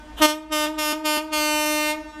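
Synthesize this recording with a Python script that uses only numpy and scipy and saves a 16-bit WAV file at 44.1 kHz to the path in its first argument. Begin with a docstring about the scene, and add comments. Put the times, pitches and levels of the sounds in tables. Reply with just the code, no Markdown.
"""Freight train sounding its horn

An approaching electric locomotive gives four short blasts and a long one on its air horn.
Each cycle of the note is a sharp pressure spike plus its bounce off the ground, which lags more
as the train nears. When the air is cut, the note goes sharp and dull and rings out. A low rumble and
distant echoes lie behind. Automatic gain control turns it all down just after the first blast hits."""
import sys
import numpy as np
from scipy import signal
from scipy.fft import rfft, irfft, next_fast_len
from scipy.io import wavfile
from scipy.ndimage import uniform_filter1d, map_coordinates

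SR = 44100
rng = np.random.default_rng(int(sys.argv[2]) if len(sys.argv) > 2 else 0)


def wrap_up_sound(samples):
    """Save the sound to the file named by the first command line argument, as 16-bit audio."""
    columns = np.atleast_2d(samples).T
    # keep every value between -1 and 1, then stretch to whole-number steps
    tamed = np.clip(columns, -1, 1)
    steps = np.round(tamed * 32767).astype(np.int16)
    wavfile.write(sys.argv[1], SR, steps)


N = 97020
TIME = np.arange(N) / SR
PITCH_HZ, TOP_HZ = 302.92, 14400  # the horn's note at full pressure; the upper limit of the treble


def amp(db):
    """Turn decibels into a gain."""
    return np.exp(np.asarray(db) * (np.log(10) / 20))


def along(points, hz):
    """Read between (Hz, value) points on a log frequency axis."""
    freqs, values = np.transpose(points)
    return np.interp(np.log(hz + 1), np.log(freqs + 1), values)


def curve(rows):
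    """Join (seconds, value) points with straight lines."""
    return np.interp(TIME, *np.transpose(rows))


def ramp(progress):
    """A smooth step from 0 to 1."""
    return np.sin(np.pi / 2 * np.clip(progress, 0, 1)) ** 2


def wobble(rate):
    """A smooth curve through `rate` random values a second."""
    at = np.linspace(0, N, 600)
    values = map_coordinates(rng.standard_normal(256), [at * rate / SR], mode="wrap")
    return np.interp(np.arange(N), at, values)


def filtered(x, response):
    """Scale each frequency in x by response(hz)."""
    size = next_fast_len(N + SR // 2)
    return irfft(rfft(x, size) * response(np.fft.rfftfreq(size, 1 / SR)), size)[:N]


def noise(spectrum):
    """Noise shaped by a spectrum, then scaled to an average power of 1."""
    x = filtered(rng.standard_normal(N), lambda hz: amp(along(spectrum, hz)))
    return x / x.std()


# The rumble's tone. 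Each row: frequency in Hz, relative level in dB.
RUMBLE_SPECTRUM = [(20, -13), (35, -5), (49, -2), (70, -6.5), (100, -17), (170, -21.5), (230, -7.5),
                   (450, -26), (750, -23), (1200, -28), (3000, -34.5), (8000, -44), (15000, -65)]
# How loud the rumble is. Each row: time in seconds, level in dB.
RUMBLE_LOUDNESS = [(0, -47.5), (.2, -42.5), (.4, -43), (.7, -43.5), (1.02, -45.5), (1.35, -41.5),
                   (2.2, -41)]


def rumble(drone_hz=52.2):
    """Wheels and wagons roll closer, with the locomotive's low drone."""
    drone = amp(3.6 * wobble(5.4)) * np.sin(2 * np.pi * drone_hz * TIME + 0.37 * wobble(5.5))
    return amp(curve(RUMBLE_LOUDNESS)) * (noise(RUMBLE_SPECTRUM) + drone)


# The echo's tone. Each row: frequency in Hz, relative level in dB.
ECHO_SPECTRUM = [(303, 11), (606, -2.5), (909, 6.5), (1212, 0), (1515, -1.5), (2120, -6.5), (3000, -12),
                 (6000, -20.5), (14000, -37.5)]
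# How the echo swells. Each row: time in seconds, level in dB.
ECHO_LOUDNESS = [(0, -52), (.15, -53), (.45, -48), (.75, -37.5), (1.28, -42), (2.03, -37), (2.18, -36.5)]


def far_echo(fade_rate=20):
    """Echoes from far along the line blur into one held note, each harmonic fading and drifting alone."""
    tone = 0
    for k in range(1, int(TOP_HZ / PITCH_HZ)):
        harmonic = np.exp(2j * np.pi * k * PITCH_HZ * TIME)
        scatter = k ** 0.25
        paths = np.exp(2j * np.pi * rng.random()) + scatter * (wobble(fade_rate) + 1j * wobble(fade_rate))
        gain = amp(along(ECHO_SPECTRUM, k * PITCH_HZ)) / np.sqrt(1 + 2 * scatter ** 2)
        tone += gain * (paths * harmonic).real
    return amp(curve(ECHO_LOUDNESS)) * tone


# The valve's hiss. Each row: frequency in Hz, relative level in dB.
LEAK_SPECTRUM = [(300, -7), (1500, -3), (2200, -21), (3100, 3), (4500, -19), (9000, -19.5), (14000, -20)]


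def valve_leak(start_s=0.16, stop_s=0.303, fade_s=0.034, level_db=-35.5):
    """Air hisses through the valve, starting just before the first blast."""
    envelope = ramp((TIME - start_s) / fade_s) * (1 - ramp((TIME - stop_s) / fade_s))
    return amp(level_db) * envelope * noise(LEAK_SPECTRUM)


# The five blasts. Each row: start in seconds, air cut in seconds, relative level in dB,
# rise time in seconds, pressure release time in seconds, ring-out in dB per second.
HORN_BLASTS = [(0.193, 0.295, -2, 0.031, 0.073, 82), (0.481, 0.641, -2.2, 0.049, 0.065, 57),
               (0.748, 0.918, -4.5, 0.0433, .042, 29), (1.007, 1.171, -2.9, 0.054, .048, 55),
               (1.278, 1.903, -3.7, 0.06, 0.062, 77)]


def blasts(slack_hz=8.8, settle_s=0.028):
    """Air sets the horn's diaphragm swinging; at low pressure its pitch is up to slack_hz higher."""
    pressure, swing, settled = np.zeros((3, N))
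    for start, stop, db, rise, release, ring_out in HORN_BLASTS:
        opening = ramp((TIME - start) / rise)
        since_cut = np.maximum(TIME - stop, 0)
        air_left = np.exp(-(since_cut / release) ** 1.96)  # holds briefly, then collapses
        pressure = np.maximum(pressure, opening ** 3.6 * air_left)  # the spike sharpens late in the rise
        swing = np.maximum(swing, opening * amp(db - ring_out * since_cut))
        settling = 1 - np.exp(-np.maximum(TIME - start - rise / 2, 0) / settle_s)
        settled = np.maximum(settled, settling * air_left ** 1.4)  # pitch moves faster than pressure
    return pressure, swing, PITCH_HZ + slack_hz * (1 - settled)


def spike_harmonics(spectrum, count):
    """The strength and phase of harmonics that add up to a sudden spike with this spectrum."""
    hz = PITCH_HZ * np.maximum(np.arange(count + 1), 1)
    cepstrum = irfft(np.log(amp(along(spectrum, hz))))
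    cepstrum[1:count] *= 2  # folding onto the first half puts the tail after the spike
    cepstrum[count + 1:] = 0
    return -np.exp(rfft(cepstrum))[1:]


# The horn's tone at full pressure. Each row: frequency in Hz, relative level in dB.
HORN_SPECTRUM = [(303, -19), (606, -29), (909, -29), (1212, -25.5), (1515, -31.5), (2121, -29),
                 (2727, -30.5), (3030, -31.5), (3333, -33.5), (3636, -32), (3939, -41), (4242, -32),
                 (4545, -36.5), (4848, -35.5), (5454, -36), (5757, -38.5), (6363, -39), (6666, -38),
                 (6969, -41.5), (7575, -39.5), (8181, -39), (8484, -48.5), (8787, -40), (9090, -45),
                 (9696, -40.5), (11211, -44), (12120, -44), (13029, -44), (13938, -47.0)]
# How late the ground bounce arrives. Each row: time in seconds, lag in milliseconds.
BOUNCE_LAG = [(0.24, 0.43), (0.6, 0.46), (0.86, 0.48), (1.08, 0.502), (1.14, 0.506), (1.36, 0.53),
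              (1.5, 0.58), (1.66, 0.61), (1.82, 0.61), (1.89, 0.64)]
# Brief skips in the note. Each row: time in seconds, share of a cycle skipped.
TONE_SKIPS = [(0.664, 0.085), (0.928, .42), (1.174, .5), (1.654, 0.014)]
# Slow changes in the treble. Each row: time in seconds, gain in dB at the tenth harmonic.
TREBLE_DRIFT = [(.23, -1.5), (.6, -2.5), (.87, -.5), (1.12, -0.23), (1.4, 0.5), (1.62, -0.5), (1.88, -1.5)]
# Air rushing through the horn. Each row: frequency in Hz, relative level in dB.
AIR_SPECTRUM = [(200, -24), (700, -10), (3000, -4.5), (7000, -2), (14000, -17)]


def horn(tone_db=9.5, air_db=-36, dull_db=10, waver_hz=0.25, skip_s=0.0062):
    """A stream of spikes, sharper with more pressure, plus their upside-down bounce off the ground."""
    pressure, swing, hz = blasts()
    cycle = np.exp(2j * np.pi * np.cumsum(hz + waver_hz * wobble(69.74)) / SR)
    bounce_step = amp(0.06) * np.exp(-2j * np.pi * hz * curve(BOUNCE_LAG) / 1000)
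    skip_edges = np.ravel([(at - skip_s / 2, at + skip_s / 2) for at, _ in TONE_SKIPS])
    skipped_cycles = np.cumsum([0] + [share for _, share in TONE_SKIPS])
    skip_phase = np.repeat(2 * np.pi * skipped_cycles, 2)[1:-1]
    treble = curve(TREBLE_DRIFT)
    tone = 0
    for k, gain in enumerate(spike_harmonics(HORN_SPECTRUM, count=48), 1):
        lead = 3.37 / k  # radians: the horn's flare sends low harmonics ahead
        shift = np.interp(TIME, skip_edges, np.exp(1j * (lead - k * skip_phase)))
        harmonic = gain * shift * cycle ** k
        bounce = 0.38 * bounce_step ** k
        loss_db = dull_db * max(k - 1.71, 0) ** 0.42 * (1 - pressure)  # overtones need pressure
        flicker_db = np.log10(k) * (treble + 1.75 * wobble(7))
        tone += amp(flicker_db - loss_db) * (harmonic * (1 - bounce)).real
    air = pressure * noise(AIR_SPECTRUM) * (1 + 0.5 * cycle.real)
    return swing * (amp(tone_db) * tone + amp(air_db) * air)


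# How long sound lingers by the track. Each row: frequency in Hz, seconds to fade by 60 dB.
TRACKSIDE_DECAY = [(300, 0.12), (2000, 0.34), (6000, 0.33), (14000, .3)]


def trackside(x, level_db=-12.5):
    """Trees and wagons scatter the sound into a short, soft tail."""
    hz, t, bands = signal.stft(rng.standard_normal(SR // 2), SR, nperseg=256)
    decay = amp(-60 * t / along(TRACKSIDE_DECAY, hz)[:, None])
    tail = signal.istft(bands * decay, SR, nperseg=256)[1]
    return amp(level_db) * signal.fftconvolve(x, tail / np.linalg.norm(tail))[:N]


def scene():
    """The horn, its surroundings and the rolling train, in one channel."""
    near = horn() + valve_leak()
    return (near + trackside(near) + far_echo() + rumble())[None]


def gain_control(x, target_db=-21, lag_s=0.046, glide_s=0.0027, recover_db_per_s=0.5):
    """Turn the volume down a moment after a loud sound, then let it creep back up."""
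    level_db = 10 * np.log10(np.abs(uniform_filter1d(x * x, size=440)) + 1e-12)
    excess_db = np.maximum(level_db - target_db, 0)
    recovery = recover_db_per_s * TIME
    cut_db = np.maximum.accumulate(excess_db + recovery) - recovery
    late_cut_db = np.interp(TIME - lag_s, TIME, cut_db)
    return x * amp(-uniform_filter1d(late_cut_db, int(glide_s * SR)))


# Overall tone: a softer fundamental and slightly stronger overtones.
# Each row: frequency in Hz, gain in dB.
TONE_BALANCE = [(50, -0.5), (303, -3), (606, 2.5), (909, 2.5), (1212, 0.5), (1800, 2), (2700, 1.5),
                (5000, 1), (9000, 2), (14000, 2)]


def record(dry):
    """Tone balance, gain control, soft overload and a cut of the highest treble."""
    x = filtered(dry[0], lambda hz: amp(along(TONE_BALANCE, hz)))
    x = gain_control(x)
    x = x / (1 + (x / 0.9) ** 4) ** 0.25  # round off peaks to stay under 0.9
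    return filtered(x, lambda hz: 1 - ramp((hz - TOP_HZ) / 400 + 0.5))[None]


dry = scene()
out = record(dry)
wrap_up_sound(out)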